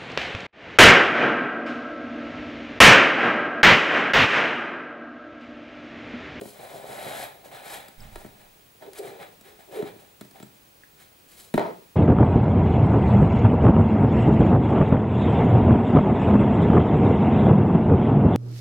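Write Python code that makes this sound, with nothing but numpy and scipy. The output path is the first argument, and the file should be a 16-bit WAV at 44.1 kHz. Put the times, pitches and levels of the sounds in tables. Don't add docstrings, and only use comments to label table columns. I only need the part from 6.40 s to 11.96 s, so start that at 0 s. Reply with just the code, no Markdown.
import sys
import numpy as np
from scipy import signal
from scipy.fft import rfft, irfft, next_fast_len
from scipy.io import wavfile
from scipy.ndimage import map_coordinates

SR = 44100
rng = np.random.default_rng(int(sys.argv[2]) if len(sys.argv) > 2 else 0)


def wav_record(signal):
    frames = np.transpose(np.atleast_2d(signal))
    bounded = np.clip(frames, -1, 1)
    quanta = np.round(bounded * 32767).astype(np.int16)
    wavfile.write(sys.argv[1], SR, quanta)


N = 245006
TIME = np.arange(N) / SR

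# (frequency [Hz], bandwidth [Hz], level [dB])
CARD_RESONANCES = [(1070, 370, -1), (1370, 490, -0.5), (1790, 420, 6), (2140, 460, -2.5), (2450, 460, -3),
                   (2770, 760, -4.5), (3600, 590, -6.5), (3730, 800, -2), (5040, 2600, -22)]
# (frequency [Hz], level [dB])
FIBRE_SPECTRUM = [(2500, -1), (4500, 0.5), (6000, -4), (7500, 0.5), (10000, 0.5), (12000, 0.5), (13500, -5),
                  (15800, -20)]
# (frequency [Hz], coherence [-1 to 1])
DIFFUSE_COHERENCE = [(60, 0.94), (130, 0.92), (290, 0.53), (640, -0.16), (1410, -0.37), (3100, 0.061),
                     (6820, 0.59), (15000, 1)]


def amp(db):
    return 10 ** (np.asarray(db) / 20)


def unit(x):
    return x / np.sqrt(np.mean(x ** 2) + 1e-20)


def along(points, hz):
    f, v = np.transpose(points)
    return np.interp(np.log(hz + 1), np.log(f + 1), v)


def wobble(rate):
    return map_coordinates(rng.standard_normal(int(N * rate / SR) + 4), [TIME * rate])


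def filtered(x, response):
    size = next_fast_len(x.shape[-1] + 8192)
    return irfft(rfft(x, size) * response(np.fft.rfftfreq(size, 1 / SR)), size)[..., :x.shape[-1]]


def colour(points):
    return lambda f: amp(along(points, f))


def resonances(peaks):
    return lambda f: np.sqrt(sum(
        amp(2 * db) * np.abs(f * width / (hz * hz - f * f + 1j * f * width)) ** 4
        for hz, width, db in peaks))


def spread(pair, coherence):
    angle = lambda f: np.arccos(np.clip(along(coherence, f), -1, 1)) / 2
    mid, side = filtered(pair, lambda f: np.array([np.cos(angle(f)), np.sin(angle(f))]))
    return np.array([mid + side, mid - side])


def strokes(rows, growth_db):
    power = 0
    for time, build, fade, db in rows:
        contact = np.clip((TIME - time + build) / min(0.01 + 0.2 * build, build), 0, 1)
        build_db = growth_db * np.maximum(time - TIME, 0) / build
        fade_db = 20 * np.maximum(TIME - time, 0) / fade
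        power += (contact * amp(db - build_db - fade_db)) ** 2
    return np.sqrt(power)


def friction(response, slips_per_s, scatter_db, flutter_db, flutter_hz):
    # (frequency [Hz], coherence [-1 to 1])
    near_coherence = [(100, 1), (400, 1), (600, 0.5), (1400, 0.85), (4000, 1), (8000, 0.9), (11000, 1)]
    slipping = rng.random((2, N)) < slips_per_s / SR
    slips = slipping * rng.standard_normal((2, N)) * amp(scatter_db * rng.standard_normal((2, N)))
    sound = filtered(spread(slips, near_coherence), response)
    return unit(sound * amp(flutter_db * wobble(flutter_hz)))


def ring(modes, t, attack_s):
    x = sum((-1) ** k * amp(db + rng.standard_normal() - 60 * t / t60) * np.sin(2 * np.pi * hz * t)
            for k, (hz, db, t60) in enumerate(modes))
    x *= 1 - np.exp(-t / attack_s)
    return x / np.sqrt(np.mean(x[t < 0.02] ** 2))


def background():
    # (frequency [Hz], level [dB])
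    floor_spectrum = [(12, -36), (20, -7.5), (152, -3), (286, -5.5), (346, -4), (687, -6), (745, -7),
                      (1360, -10.5), (2560, -11.5), (4430, -15), (5360, -17), (14000, -18.5)]
    # (frequency [Hz], rms level [dB])
    tones = [(2498, -77.5), (4032, -96), (10002, -80.5)]
    whine_hz, dropout_hz = 15625, 50
    noise = spread(rng.standard_normal((2, N)), DIFFUSE_COHERENCE)
    air = amp(-56) * unit(filtered(noise, colour(floor_spectrum)))
    hum = np.sqrt(2) * sum(amp(db) * np.sin(2 * np.pi * (hz * TIME + rng.random())) for hz, db in tones)
    gate = (dropout_hz * TIME) % 1 < 0.8
    whine = amp(-59.5) * np.sin(2 * np.pi * whine_hz * TIME) * gate
    return air + hum + whine


def room(x):
    # (frequency [Hz], T60 [s])
    decay_times = [(150, 0.5), (600, 0.36), (3000, 0.33), (12000, 0.43)]
    hz, t, spectra = signal.stft(rng.standard_normal((2, SR // 2)), SR, nperseg=256)
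    decay = amp(-60 * t / along(decay_times, hz)[:, None])
    tail = signal.istft(spectra * decay, SR, nperseg=256)[1]
    tail = np.pad(spread(tail, DIFFUSE_COHERENCE), ((0, 0), (220, 0)))
    return signal.fftconvolve(x.mean(axis=0)[None], tail / np.linalg.norm(tail[0]), axes=1)[:, :N]


def puffs():
    # (time [s], build [s], fade [s], level [dB])
    gusts = [(1.63, 0.061, 0.41, -43.5), (5.16, 0.014, 0.029, -30)]
    # (frequency [Hz], level [dB])
    breeze = [(8, -30), (20, 0.0), (30, -8.0), (50, -14.5), (120, -16.5), (220, -25), (500, -50)]
    noise = spread(rng.standard_normal((2, N)), coherence=[(50, 1.0)])
    air = unit(filtered(noise, colour(breeze)))
    return strokes(gusts, growth_db=-1) * air * amp([[-3], [2]])


def squeaks():
    # (centre time [s], frequency [Hz], peak level [dB], half length [s])
    catches = [(0.84, 12500, -36, 0.0018), (1.606, 5350, -45, 0.0016), (1.624, 7840, -53, 0.0028),
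               (2.603, 413.7, -30.5, 0.012), (3.401, 428.4, -22, 0.011), (4.032, 7580, -47.5, 0.0028),
               (4.437, 1746, -38, 0.0013)]
    out = np.zeros(N)
    for time, hz, db, half_length in catches:
        phase = 2 * np.pi * hz * np.cumsum(1 + 0.05 * wobble(900)) / SR
        out += amp(db) * np.exp(-((TIME - time) / half_length) ** 2) * np.sin(phase)
    return out


def skid():
    # (frequency [Hz], bandwidth [Hz], level [dB])
    sliding = [(190, 51, 2), (270, 50, -6), (370, 160, 0.5), (620, 210, 3), (915, 110, 5.5),
               (1200, 400, -8.5), (1840, 530, -14), (2470, 1000, -25.5), (3770, 2200, -29)]
    start_s, free_slide_s = 5.195, 0.084
    slowing_db_per_s, braking_db_per_s = 102, 110.5
    age = np.maximum(TIME - start_s, 0)
    loss_db = slowing_db_per_s * age + braking_db_per_s * np.maximum(age - free_slide_s, 0)
    chatter = friction(resonances(sliding), slips_per_s=2300, scatter_db=-0.5,
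                       flutter_db=0, flutter_hz=70)
    return (age > 0) * amp(-25.5 - loss_db) * chatter


def base_groans():
    # (peak time [s], build [s], fade [s], level [dB])
    swells = [(0.02, 0.021, 0.035, -35), (1.045, 0.022, 0.075, -47.5), (2.465, 0.042, 0.081, -43),
              (2.605, 0.044, 0.24, -37), (2.8, 0.038, 0.1, -52), (3.055, 0.019, 0.17, -51.5),
              (3.4, 0.13, .12, -35), (5.3, 0.04, 0.048, -35.5)]
    # (frequency [Hz], bandwidth [Hz], level [dB])
    base_peaks = [(194, 75, -25), (410, 152, 6.5), (530, 240, -0.5)]
    groan = friction(resonances(base_peaks), slips_per_s=2100, scatter_db=0.5,
                     flutter_db=2.5, flutter_hz=42)
    return strokes(swells, growth_db=15.5) * groan


def knocks():
    # (time [s], level [dB], depth [dB], hardness [dB])
    impacts = [(0.012, -43.5, 1, 14), (0.054, -39.5, -3.5, -13), (1.483, -53.5, -3, 22.5),
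               (1.757, -34.5, -19, 2), (1.846, -41, -1.5, -9), (1.861, -53, -4, 10),
               (2.423, -39.5, -30, -15), (2.463, -44, -22, -8), (2.533, -56.5, -11, 24),
               (3.011, -59, 5, 20), (3.424, -33, 0, -6), (3.436, -39, 0, -13), (3.559, -51, 0.5, -6),
               (3.81, -43.5, 2, 12.5), (3.849, -52.5, -2, 8), (3.91, -61, -9, 22), (4, -46.5, -2.5, 6),
               (4.027, -45.5, 4, 10), (4.066, -57, 0, 9), (5.14, -23, 3, -1.5), (5.177, -12, -27, -19.5),
               (5.182, -23, -29, -22)]
    # (frequency [Hz], level [dB], T60 [s])
    base_modes = [(98, -24, 0.06), (122.7, -10.5, 0.11), (196, 0.5, 0.068), (277, 1, 0.051)]
    drum_modes = [(338, -2.5, 0.037), (416, 1, 0.029), (487, -11, 0.025)]
    wall_modes = [(609, -1, 0.045), (736, -2, 0.034), (932, -1, 0.046)]
    rim_modes = [(1340, 6, 0.028), (1834, 9, 0.031), (2200, -11, 0.079), (2410, -22, .022),
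                 (3540, -2, 0.015), (4000, -25, 0.015)]
    out, t = np.zeros(N + SR), np.arange(SR // 4) / SR
    burst = lambda response, t60: unit(filtered(rng.standard_normal(len(t)), response)) * amp(-60 * t / t60)
    for time, db, depth_db, hardness_db in impacts:
        crack_db = 0.35 * hardness_db
        hit = amp(depth_db - 2) * ring(base_modes, t, attack_s=0.0049)
        hit += amp(0.3 * depth_db - 6) * ring(drum_modes, t, attack_s=0.0014)
        hit += amp(-9) * ring(wall_modes, t, attack_s=0.0016)
        hit += amp(crack_db - 17) * ring(rim_modes, t, attack_s=0.0012)
        hit += amp(crack_db - 9) * burst(resonances(CARD_RESONANCES), t60=0.057)
        hit += amp(hardness_db - 9.5) * burst(colour(FIBRE_SPECTRUM), t60=0.02)
        out[round(time * SR):][:len(t)] += amp(db) * hit
    bounce_s = 5.1525
    out[round(bounce_s * SR):][:len(t)] += amp(-24) * ring(base_modes, t, attack_s=0.0013)
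    return out[:N]


def rubbing():
    # (peak time [s], build [s], fade [s], wall [dB], rasp [dB], hiss [dB])
    rubs = [(0.09, 0.086, 0.2, -52.5, -64, -50.5), (0.24, 0.12, 0.6, -45.5, -52, -55),
            (0.35, 0.1, 0.77, -42, -54.5, -55), (0.52, 0.087, 0.52, -41, -47.5, -49.5),
            (0.7, 0.22, 0.27, -40, -48.5, -52), (0.84, 0.3, 0.1, -38.5, -40.5, -43.5),
            (1.06, 0.031, 0.13, -48.5, -56.5, -54.5), (1.149, 0.049, 0.29, -44.5, -47, -52.5),
            (1.339, 0.12, .2, -40.5, -43, -43.5), (1.63, 0.056, 0.19, -52.5, -54, -65),
            (1.81, .12, 0.27, -52, -56.5, -57.5), (2.02, 0.088, 0.2, -58, -62.5, -66),
            (2.43, 0.028, 0.13, -44.5, -55, -64), (2.592, 0.057, .03, -49, -48.5, -44.5),
            (2.66, .05, 0.24, -43, -50, -52.5), (2.825, 0.044, 0.091, -39.5, -46, -56),
            (3.071, 0.045, 0.17, -58, -55, -59), (3.2, 0.022, 0.22, -51.5, -60.5, -61),
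            (3.37, 0.066, 0.16, -41, -47, -51), (3.479, 0.039, 0.056, -40, -47, -56),
            (3.6, 0.031, 0.17, -57, -60.5, -61), (3.96, 0.029, 0.14, -51.5, -58, -64),
            (4.17, .04, 0.043, -79, -72, -66), (4.62, 0.052, 0.093, -63, -56, -56),
            (4.93, 0.064, 0.14, -75, -64, -55.5), (5.001, 0.048, 0.27, -61, -68, -49.5)]
    # (frequency [Hz], bandwidth [Hz], level [dB])
    slow_wall = [(156, 82, -5), (270, 120, -10), (415, 135, -5), (576, 176, 1.5), (750, 220, -3.5)]
    brisk_wall = [(616, 86, -4.5), (763, 145, 2.5), (936, 82, -3)]
    time, build, fade, wall_db, rasp_db, hiss_db = np.transpose(rubs)
    wall_gain = strokes(zip(time, build, fade, wall_db), growth_db=7)
    rasp_gain = strokes(zip(time, build, fade, rasp_db), growth_db=8)
    hiss_gain = strokes(zip(time, build, 0.52 * fade, hiss_db), growth_db=9)
    slow = friction(resonances(slow_wall), slips_per_s=6000, scatter_db=4.5,
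                    flutter_db=2.5, flutter_hz=53)
    brisk = friction(resonances(brisk_wall), slips_per_s=6000, scatter_db=1,
                     flutter_db=1.1, flutter_hz=120)
    rasp = friction(resonances(CARD_RESONANCES), slips_per_s=7000, scatter_db=0.5,
                    flutter_db=0.6, flutter_hz=70)
    hiss = friction(colour(FIBRE_SPECTRUM), slips_per_s=11000, scatter_db=1,
                    flutter_db=0.95, flutter_hz=79)
    briskness = np.clip(rasp_gain / (wall_gain + 1e-6), 0, 0.9)
    wall = np.sqrt(1 - briskness) * slow + np.sqrt(briskness) * brisk
    return wall_gain * wall + rasp_gain * rasp + hiss_gain * hiss


def direct_path(x):
    # (delay [s], gain [ratio])
    echoes = [(.0011, -0.42), (.0029, 0.078), (.0047, 0.32)]
    # (frequency [Hz], phase [rad])
    phase_lead = [(60, .05), (150, 0.43), (340, .85), (700, 0.69), (1300, 1.42), (3500, 0.53), (7000, 0.66),
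                  (11000, .02)]
    # (frequency [Hz], level [dB])
    level_excess = [(100, 0.77), (400, 0.5), (2000, 1.7), (8000, 1.1), (15000, 0.14)]

    def response(f):
        reflected = sum(gain * np.exp(-2j * np.pi * f * delay) for delay, gain in echoes)
        short_waves = f ** 2 / (f ** 2 + 800 ** 2)
        left = amp(along(level_excess, f) / 2) * np.exp(0.5j * along(phase_lead, f))
        return (1 + reflected * short_waves) * np.array([left, 1 / left])
    return filtered(x, response)


def scene():
    box = rubbing() + base_groans() + squeaks() + skid() + knocks()
    return direct_path(box) + amp(-7) * room(box) + puffs() + background()


def record(dry):
    cutoff_hz = 15900
    return filtered(dry, lambda f: f < cutoff_hz)


dry = scene()
out = record(dry)
wav_record(out)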